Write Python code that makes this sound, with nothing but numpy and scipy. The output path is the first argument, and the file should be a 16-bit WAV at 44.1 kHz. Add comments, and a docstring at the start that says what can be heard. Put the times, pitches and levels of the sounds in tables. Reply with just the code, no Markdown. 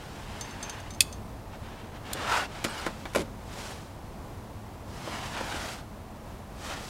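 """Outdoors, at a table with a brass camping stove, a low, steady rush lies under everything.
A long plastic lighter tinks against the burner with its metal nozzle, snaps once as its hammer strikes,
and later its trigger springs back. It is put down, slid along and let go, and a few knocks make the
table ring. A jacket sleeve swishes, cloth rubbing on cloth, with each reach of the arm.
It all sounds close by and almost the same in both ears."""
import sys
import numpy as np
from scipy import signal
from scipy.fft import rfft, irfft, next_fast_len
from scipy.io import wavfile

SR = 44100
rng = np.random.default_rng(int(sys.argv[2]) if len(sys.argv) > 2 else 0)


def file_out(sig):
    """Save sig as 16-bit WAV at sys.argv[1]."""
    # one column per channel
    cols = np.atleast_2d(sig).T
    # limit, then scale
    lim = np.clip(cols, -1, 1)
    pcm = np.round(lim * 32767).astype(np.int16)
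    wavfile.write(sys.argv[1], SR, pcm)


N = 303849
TIME = np.arange(N) / SR
HIT_TIME = TIME[:SR // 2]  # half a second for each hit to ring out


def amp(db):
    """Turns decibels into a number to multiply a sound by."""
    return 10 ** (np.asarray(db) / 20)


def unit(x):
    """Scales a signal so that its average strength (rms) is 1."""
    return x / np.sqrt(np.mean(x ** 2) + 1e-20)


def level_at(spectrum, hz):
    """Reads the level in dB at any pitch from rows of pitch_hz, level_db."""
    pitches, levels = np.transpose(spectrum)
    return np.interp(np.log(hz + 1), np.log(pitches + 1), levels)


def add(mix, start_s, sound):
    """Lays a sound into the mix at its start time."""
    part = mix[round(start_s * SR):][:len(sound)]
    part += sound[:len(part)]


def noise(spectrum, size, tilt_db=0):
    """Noise shaped by a spectrum; a positive tilt, in dB per octave, makes it brighter."""
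    padded = next_fast_len(size, True)
    hz = np.fft.rfftfreq(padded, 1 / SR)
    octaves = np.log2(np.maximum(hz, spectrum[1][0]))
    gain = amp(level_at(spectrum, hz) + tilt_db * octaves)
    return unit(irfft(rfft(rng.standard_normal(padded)) * gain, padded)[:size])


def band(pitch_hz, half_width_hz):
    """Noise gathered around one pitch: the narrower it is, the more it sounds like a note."""
    padded = next_fast_len(N, True)
    hz = np.fft.rfftfreq(padded, 1 / SR)
    peak = 1 / (1 + ((hz - pitch_hz) / half_width_hz) ** 2)
    return unit(irfft(rfft(rng.standard_normal(padded)) * peak, padded)[:N])


def wobble(rate_hz):
    """A curve that wanders up and down at random, faster at a higher rate."""
    points = rng.standard_normal(N // 16)
    return unit(np.interp(2 * rate_hz * TIME, np.arange(len(points)), points))


def dying(fade_s):
    """A fade that falls by 60 dB in fade_s seconds."""
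    return np.exp(-np.log(1000) * HIT_TIME / max(fade_s, 1e-4))


def ring(tones, fade_scale=1, spread_db=2.5):
    """A struck thing rings with its own tones; where it is hit sets each one's sign and strength."""
    out = np.zeros(len(HIT_TIME))
    for hz, db, fade_s in tones:
        strength = rng.choice([-1, 1]) * amp(db + spread_db * rng.standard_normal())
        out += strength * dying(fade_s * fade_scale) * np.sin(2 * np.pi * hz * HIT_TIME)
    return out


def burst(spectrum, fade_s, tilt_db=0):
    """A dying puff of noise whose energy depends only on how long it lasts."""
    fade = dying(fade_s)
    return unit(noise(spectrum, len(fade), tilt_db) * fade) * np.sqrt(np.mean(fade ** 2))


# The tone colour of the outdoor air: pitch_hz, level_db
AIR_SPECTRUM = [(12, -24), (25, -2.5), (55, 0), (120, -3.5), (180, -6.5), (270, -9.5), (420, -13),
                (720, -12.5), (980, -14.5), (1500, -23.5), (3000, -30.5), (6000, -35.5), (10000, -38.5),
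                (16000, -42)]
# Two low hums: pitch_hz, half_width_hz, level_db
DRONES = [(94, 12.5, -55.5), (212.7, 9.1, -57)]
# How the first, nearest hum swells and fades: time_s, change_db
DRONE_SWELL = [(0, 2), (.9, 5), (1.35, 7.5), (2.2, -3.5), (3.4, 3), (4.2, 6.5), (5.2, 8), (5.9, -5),
               (6.9, -3)]

def air(rush_db=-42.5, waver_db=0.5):
    """A far-off rush that wavers a little, with two low hums in it."""
    drones = [amp(db) * band(hz, half_width) for hz, half_width, db in DRONES]
    drones[0] *= amp(np.interp(TIME, *np.transpose(DRONE_SWELL)))
    rush = amp(rush_db + waver_db * wobble(4.2)) * noise(AIR_SPECTRUM, N)
    return rush + sum(drones)


def side_hiss(level_db=-72.5):
    """A very faint hiss that gives the air a little width."""
    spectrum = [(30, 11), (120, -3), (400, 1), (1200, -21), (2500, -13),
                (4500, -0.5), (8000, 9.5), (14000, 12), (16000, 6)]
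    return amp(level_db) * noise(spectrum, N)


def gear_echo(sound, echo_db=-25, fade_s=0.45):
    """Sound bounces off nearby pots and gear, which adds a faint, short tail."""
    spectrum = [(100, 7), (3000, -1.5), (8000, -7.5), (16000, -9)]
    build_up = 1 - dying(0.027)
    tail = noise(spectrum, len(HIT_TIME)) * dying(fade_s) * build_up
    return sound + amp(echo_db) * signal.fftconvolve(sound, tail / np.linalg.norm(tail))[:N]


def table_echo(sound, strength=0.22, delay_s=0.001404, sway=0.227):
    """The sleeve's sound bounces off the table; the path shifts as the arm moves, and so does the tone."""
    moving_delay_s = delay_s * np.exp(sway * wobble(1.5))
    echo = np.interp(TIME - moving_delay_s, TIME, sound)
    return (sound + strength * echo) / np.sqrt(1 + strength ** 2)


def swish(full_speed_s, rise_s, hold_s, fall_s, drop_db=17.5, curve=1.3):
    """The loudness of a short reach: the arm speeds up, glides and slows down."""
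    before = np.maximum(full_speed_s - TIME, 0) / rise_s
    after = np.maximum(TIME - full_speed_s - hold_s, 0) / fall_s
    return amp(-drop_db * np.minimum(before + after, 2) ** curve)


def pull(times_s, levels_db, fade_db_per_s=450):
    """The loudness of a longer move: it follows the given levels and fades fast at both ends."""
    outside_s = abs(TIME - np.clip(TIME, times_s[0], times_s[-1]))
    return amp(np.interp(TIME, times_s, levels_db) - fade_db_per_s * outside_s)


# Short reaches of the arm: full_speed_s, rise_s, hold_s, fall_s, rub_db, hiss_db
SWISHES = [(0, .1, 0.37, 0.35, -50.5, -57.5), (0.366, 0.12, 0.12, 0.28, -48.5, -57),
           (0.637, 0.15, 0.095, 0.33, -45.5, -58), (1.535, 0.028, 0.0088, 0.041, -50, -72),
           (1.65, .08, 0.13, 0.29, -52.5, -70), (1.96, 0.037, .01, 0.026, -51.5, -70),
           (2.555, 0.12, 0.044, 0.12, -46, -56), (2.784, 0.27, 0.084, 0.086, -41.5, -50),
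           (2.95, .1, 0.23, 0.17, -54.5, -58.5), (3.599, 0.16, 0.043, 0.25, -44.5, -46),
           (6.648, 0.095, .03, 0.34, -44, -46.5), (6.719, 0.042, 0.016, 0.12, -40.5, -55),
           (6.858, 0.12, .03, .1, -52, -48.5)]
# The arm pulls away from the stove: time_s, level_db
PULL_AWAY = [(2.06, -46), (2.254, -36), (2.302, -27.5), (2.354, -26), (2.456, -37.5), (2.47, -51)]
# The arm lifts the windscreen off: time_s, rub_db, hiss_db
LIFT_OFF = [(4.88, -60, -60.5), (5.074, -43, -48.5), (5.18, -41, -49), (5.328, -43.5, -47.5),
            (5.364, -36.5, -50), (5.462, -42, -46.5), (5.522, -38.5, -45), (5.746, -44.5, -46),
            (5.81, -52.5, -59)]

def arm(away_rub_db=-1, away_hiss_db=-13):
    """All the arm's moves together set how loudly the sleeve rubs and hisses at each moment."""
    away = pull(*np.transpose(PULL_AWAY))
    lift_s, lift_rub_db, lift_hiss_db = np.transpose(LIFT_OFF)
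    rubs = [amp(away_rub_db) * away, pull(lift_s, lift_rub_db)]
    hisses = [amp(away_hiss_db) * away, pull(lift_s, lift_hiss_db)]
    for *timing, rub_db, hiss_db in SWISHES:
        speed = swish(*timing)
        rubs.append(amp(rub_db) * speed)
        hisses.append(amp(hiss_db) * speed)
    return np.linalg.norm(rubs, axis=0), np.linalg.norm(hisses, axis=0)


# The tone colour of rubbing cloth: pitch_hz, level_db
RUB_SPECTRUM = [(100, -24), (250, 1.5), (480, -1.5), (870, 2.5), (1150, -1), (1550, -0.5), (2000, -3.5),
                (3100, -5.5), (5000, -14.5), (9000, -24.5), (16000, -47)]
# The tone colour of its fine hiss: pitch_hz, level_db
HISS_SPECTRUM = [(1000, -23), (3000, -3), (5000, 0.5), (8000, -4), (10500, -9.5), (13000, -14.5),
                 (16000, -21.5)]
# Pitches that the folds boost or soften in a fast stroke: pitch_hz, width_hz, change_db
FOLDS = [(960, 150, 9), (1420, 260, 10), (2800, 160, 6.5), (300, 450, -12.5), (3200, 590, -3.5)]

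def sleeve(slow_db=2.5, fast_db=2, fast_above_db=-35, blend_db=3, grain_db=-0.3, catch_db=1):
    """Cloth slides on cloth: threads catch unevenly, and a fast stroke sounds the hollow folds."""
    rub_gain, hiss_gain = arm()
    hz = np.geomspace(50, SR / 2, num=400)
    folds_db = sum(db / (1 + (2 * (hz - pitch) / width) ** 2) for pitch, width, db in FOLDS)
    hollow_spectrum = np.c_[hz, level_at(RUB_SPECTRUM, hz) + folds_db]
    # A louder stroke counts as a faster one: 0 is slow, 1 is fast.
    fast_share = 1 / (1 + np.exp((fast_above_db - 20 * np.log10(rub_gain)) / blend_db))
    slow_rub = amp(slow_db) * np.sqrt(1 - fast_share) * noise(RUB_SPECTRUM, N)
    fast_rub = amp(fast_db) * np.sqrt(fast_share) * noise(hollow_spectrum, N)
    threads = unit(amp(grain_db * wobble(420) + catch_db * wobble(40)))
    cloth = rub_gain * (slow_rub + fast_rub) + hiss_gain * noise(HISS_SPECTRUM, N)
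    return table_echo(threads * cloth)


# How loud the lighter is as it slides on the table: time_s, level_db
SLIDE_LEVELS = [(2.64, -75), (2.655, -43), (2.69, -43), (2.73, -50), (2.8, -38.5), (2.86, -58), (2.9, -80)]
# The pitches at which its tube sings: pitch_hz, width_hz, level_db
TUBE_TONES = [(1390, 700, 1), (2920, 54, 4), (4250, 380, -2.5), (5100, 770, -3.5), (7040, 210, -7),
              (8270, 350, -7), (10900, 980, -13.5), (14300, 1500, -19)]

def slide(waver_db=4, slips_per_s=650, slip_db=2, slip_fade_s=0.0224):
    """Tiny slips keep the lighter's tube singing as it is pushed along, now one pitch, now another."""
    song = unit(sum(amp(db + waver_db * wobble(25)) * np.sqrt(width) * band(hz, width / 2)
                    for hz, width, db in TUBE_TONES))
    slip_starts = rng.random(N) < slips_per_s / SR
    slips = slip_starts * amp(slip_db * np.minimum(rng.exponential(1, N), 4))
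    # Energy is the signal squared, so it fades in half the time.
    energy = signal.oaconvolve(slips ** 2, dying(slip_fade_s / 2))[:N]
    roughness = unit(np.sqrt(abs(energy)))
    level_db = np.interp(TIME, *np.transpose(SLIDE_LEVELS), left=-120, right=-120)
    return song * roughness * amp(level_db)


def bounces(start_s, count, first_gap_s=0.013, gap_scale=0.875, drop_db=-8.5, pitch_scale=0.66):
    """A hit, then duller bounces that come ever sooner and softer: start_s, change_db, pitch_scale."""
    yield start_s, 0, 1
    for k in range(count):
        start_s += first_gap_s * gap_scale ** k
        yield start_s, drop_db - k, pitch_scale  # each further bounce is 1 dB softer


# Knocks on the table: start_s, thud_db, pitch_hz, clatter_db, clatter_tilt_db_per_octave, bounce_count
KNOCKS = [(2.152, -33.5, 405, -53, -6, 0), (2.6422, -33, 1480, -26.5, 0, 0),
          (2.647, -23.5, 275, -25, -2, 0), (2.8632, -26, 360, -32.5, -2.5, 0),
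          (2.8655, -26, 1000, -40, 1, 1), (3.055, -34.5, 1960, -31.5, -14, 0),
          (3.1347, -55, 2000, -42.5, 0, 0), (3.1489, -23, 1210, -32, 2, 0),
          (3.1584, -18, 450, -24.5, -1.7, 6), (5.074, -28.5, 560, -43, -6, 1), (5.409, -29, 380, -45, 0, 0),
          (5.543, -31, 520, -38, -4, 0)]
# The tones of the table top: pitch_hz, level_db, fade_s
TABLE_TONES = [(135, -7, 0.17), (177, -15, 0.16), (224.4, -4.5, 0.27), (331, 2, 0.055), (451, -4, 0.047),
               (542.4, 0, 0.072), (634, -6.5, 0.072), (896, -7, 0.075), (1040, -1.5, 0.08),
               (1382, -4.5, 0.11), (1510, -9, 0.17), (1700, -5.5, .07), (1920, -8, 0.1), (2280, 1, 0.051)]
# The tone colour of plastic clattering on it: pitch_hz, level_db
CLATTER_SPECTRUM = [(200, -10), (1000, 2), (1700, -1), (2250, 5.5), (2900, 2), (4500, 0.5), (6000, -2),
                    (8500, -3), (11000, -4.5), (13500, -16), (16000, -24)]

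def table_knocks(ring_db=-4, focus_db=5, bump_db=-7, bump_fade_s=0.11, clatter_fade_s=0.053):
    """Each knock wakes the table's tones near its own pitch, while the plastic clatters on top."""
    out = np.zeros(N)
    for first_s, thud_db, pitch_hz, clatter_db, tilt_db, bounce_count in KNOCKS:
        for start_s, change_db, pitch_scale in bounces(first_s, bounce_count):
            hit_hz = pitch_hz * pitch_scale
            tones = [(hz, db - focus_db * np.log2(hz / hit_hz) ** 2, fade_s)
                     for hz, db, fade_s in TABLE_TONES]
            bump_spectrum = [(hit_hz / 10, -18), (hit_hz, 0), (hit_hz * 2, -7), (hit_hz * 20, -55)]
            bump = amp(bump_db) * burst(bump_spectrum, bump_fade_s)
            thud = amp(thud_db) * (amp(ring_db) * ring(tones) + bump)
            clatter = amp(clatter_db) * burst(CLATTER_SPECTRUM, clatter_fade_s, tilt_db)
            add(out, start_s, amp(change_db) * (thud + clatter))
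    return out


# The metal nozzle touches the burner: start_s, level_db, fade_scale (above 1 rings longer)
TINKS = [(0.4103, -35.5, 1.2), (0.509, -48.5, 1), (0.628, -35, 1.3), (.6964, -36, 0.83), (.8021, -47, .4),
         (.9059, -43.5, 0.96), (.9373, -50.5, .7), (.947, -48, .6), (1.1262, -41, 0.8)]
# The tones of the nozzle: pitch_hz, level_db, fade_s
NOZZLE_TONES = [(3410, -13, .045), (3670, -10, 0.11), (4540, -9, 0.088), (5160, -11, 0.058),
                (6100, -0.5, 0.084), (6380, -2, 0.13), (7260, -5, .055), (8350, -13, 0.074),
                (8800, -8, .04), (9170, -8, 0.027), (11850, -22, .09)]
# The tone colour of the lighter's clicks, both tinks and snaps: pitch_hz, level_db
CLICK_SPECTRUM = [(150, -43), (400, -30), (1300, -34), (1660, -14), (2000, 0), (5100, 8.5), (6000, -4),
                  (7100, 6), (9600, 4.5), (11500, -7), (14000, -2), (16500, -31)]

def nozzle_tinks(tick_db=-1, tick_fade_s=0.04, pitch_spread=0.0081):
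    """Metal taps metal: a tick and a high ring, a little different at each spot that is touched."""
    out = np.zeros(N)
    for start_s, level_db, fade_scale in TINKS:
        tones = [(hz * (1 + pitch_spread * rng.standard_normal()), db, fade_s)
                 for hz, db, fade_s in NOZZLE_TONES]
        metal = ring(tones, fade_scale, spread_db=-0.5)
        tick = amp(tick_db) * burst(CLICK_SPECTRUM, tick_fade_s, tilt_db=-0.5)
        add(out, start_s, amp(level_db) * (metal + tick))
    return out


# The snap, then the trigger's return: start_s, level_db, tilt_db_per_octave, ring_share
SNAPS = [(1.0056, -9.5, -6, 0.63), (1.0074, -3, 2.5, 0.71), (1.0112, -20, -11, 0.49), (1.019, -22.5, 2, .5),
         (1.026, -30, 3, .5), (2.132, -25, 0, 0.6), (2.134, -21.5, 3.5, 0.63), (2.14, -36, 4, .5)]
# The tones of the plastic case: pitch_hz, level_db, fade_s
CASE_TONES = [(2097, -2.5, 0.045), (2556, 7, 0.029), (2920, -10.5, .045), (3490, 0, 0.059), (4320, -8, .04),
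              (4100, -9, 0.067), (4940, -4, 0.034), (5180, 1, 0.035), (5400, 0, 0.028), (6080, -9, 0.064),
              (7020, -2, 0.069), (8400, -14, 0.028), (8870, 0, .035), (9500, 1, 0.05), (10000, -2, .042),
              (11100, -4, 0.051)]

def lighter_snaps(case_db=-19, crack_fade_s=0.008, rattle_db=-22, rattle_fade_s=0.072):
    """A spring hammer strikes and later the trigger springs back; the case rings and its parts rattle."""
    out = np.zeros(N)
    for start_s, level_db, tilt_db, ring_share in SNAPS:
        crack = burst(CLICK_SPECTRUM, crack_fade_s, tilt_db)
        rattle = amp(rattle_db) * burst(CLICK_SPECTRUM, rattle_fade_s, tilt_db)
        case = ring_share * amp(case_db) * ring(CASE_TONES)
        add(out, start_s, amp(level_db) * (crack + rattle + case))
    return out


def scene():
    """Everything sits in the middle; only a faint hiss differs between the ears."""
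    middle = air() + sleeve() + slide()
    middle += gear_echo(lighter_snaps() + nozzle_tinks() + table_knocks())
    side = side_hiss()
    return np.array([middle + side, middle - side])


def record(dry, cutoff_hz=15900):
    """Rounds off the loudest peaks, then takes away the very highest treble."""
    rounded = np.tanh(dry)
    low_pass = signal.firwin(511, cutoff_hz, window=("kaiser", 9), fs=SR)
    return signal.oaconvolve(rounded, low_pass[None], "same")


dry = scene()
out = record(dry)
file_out(out)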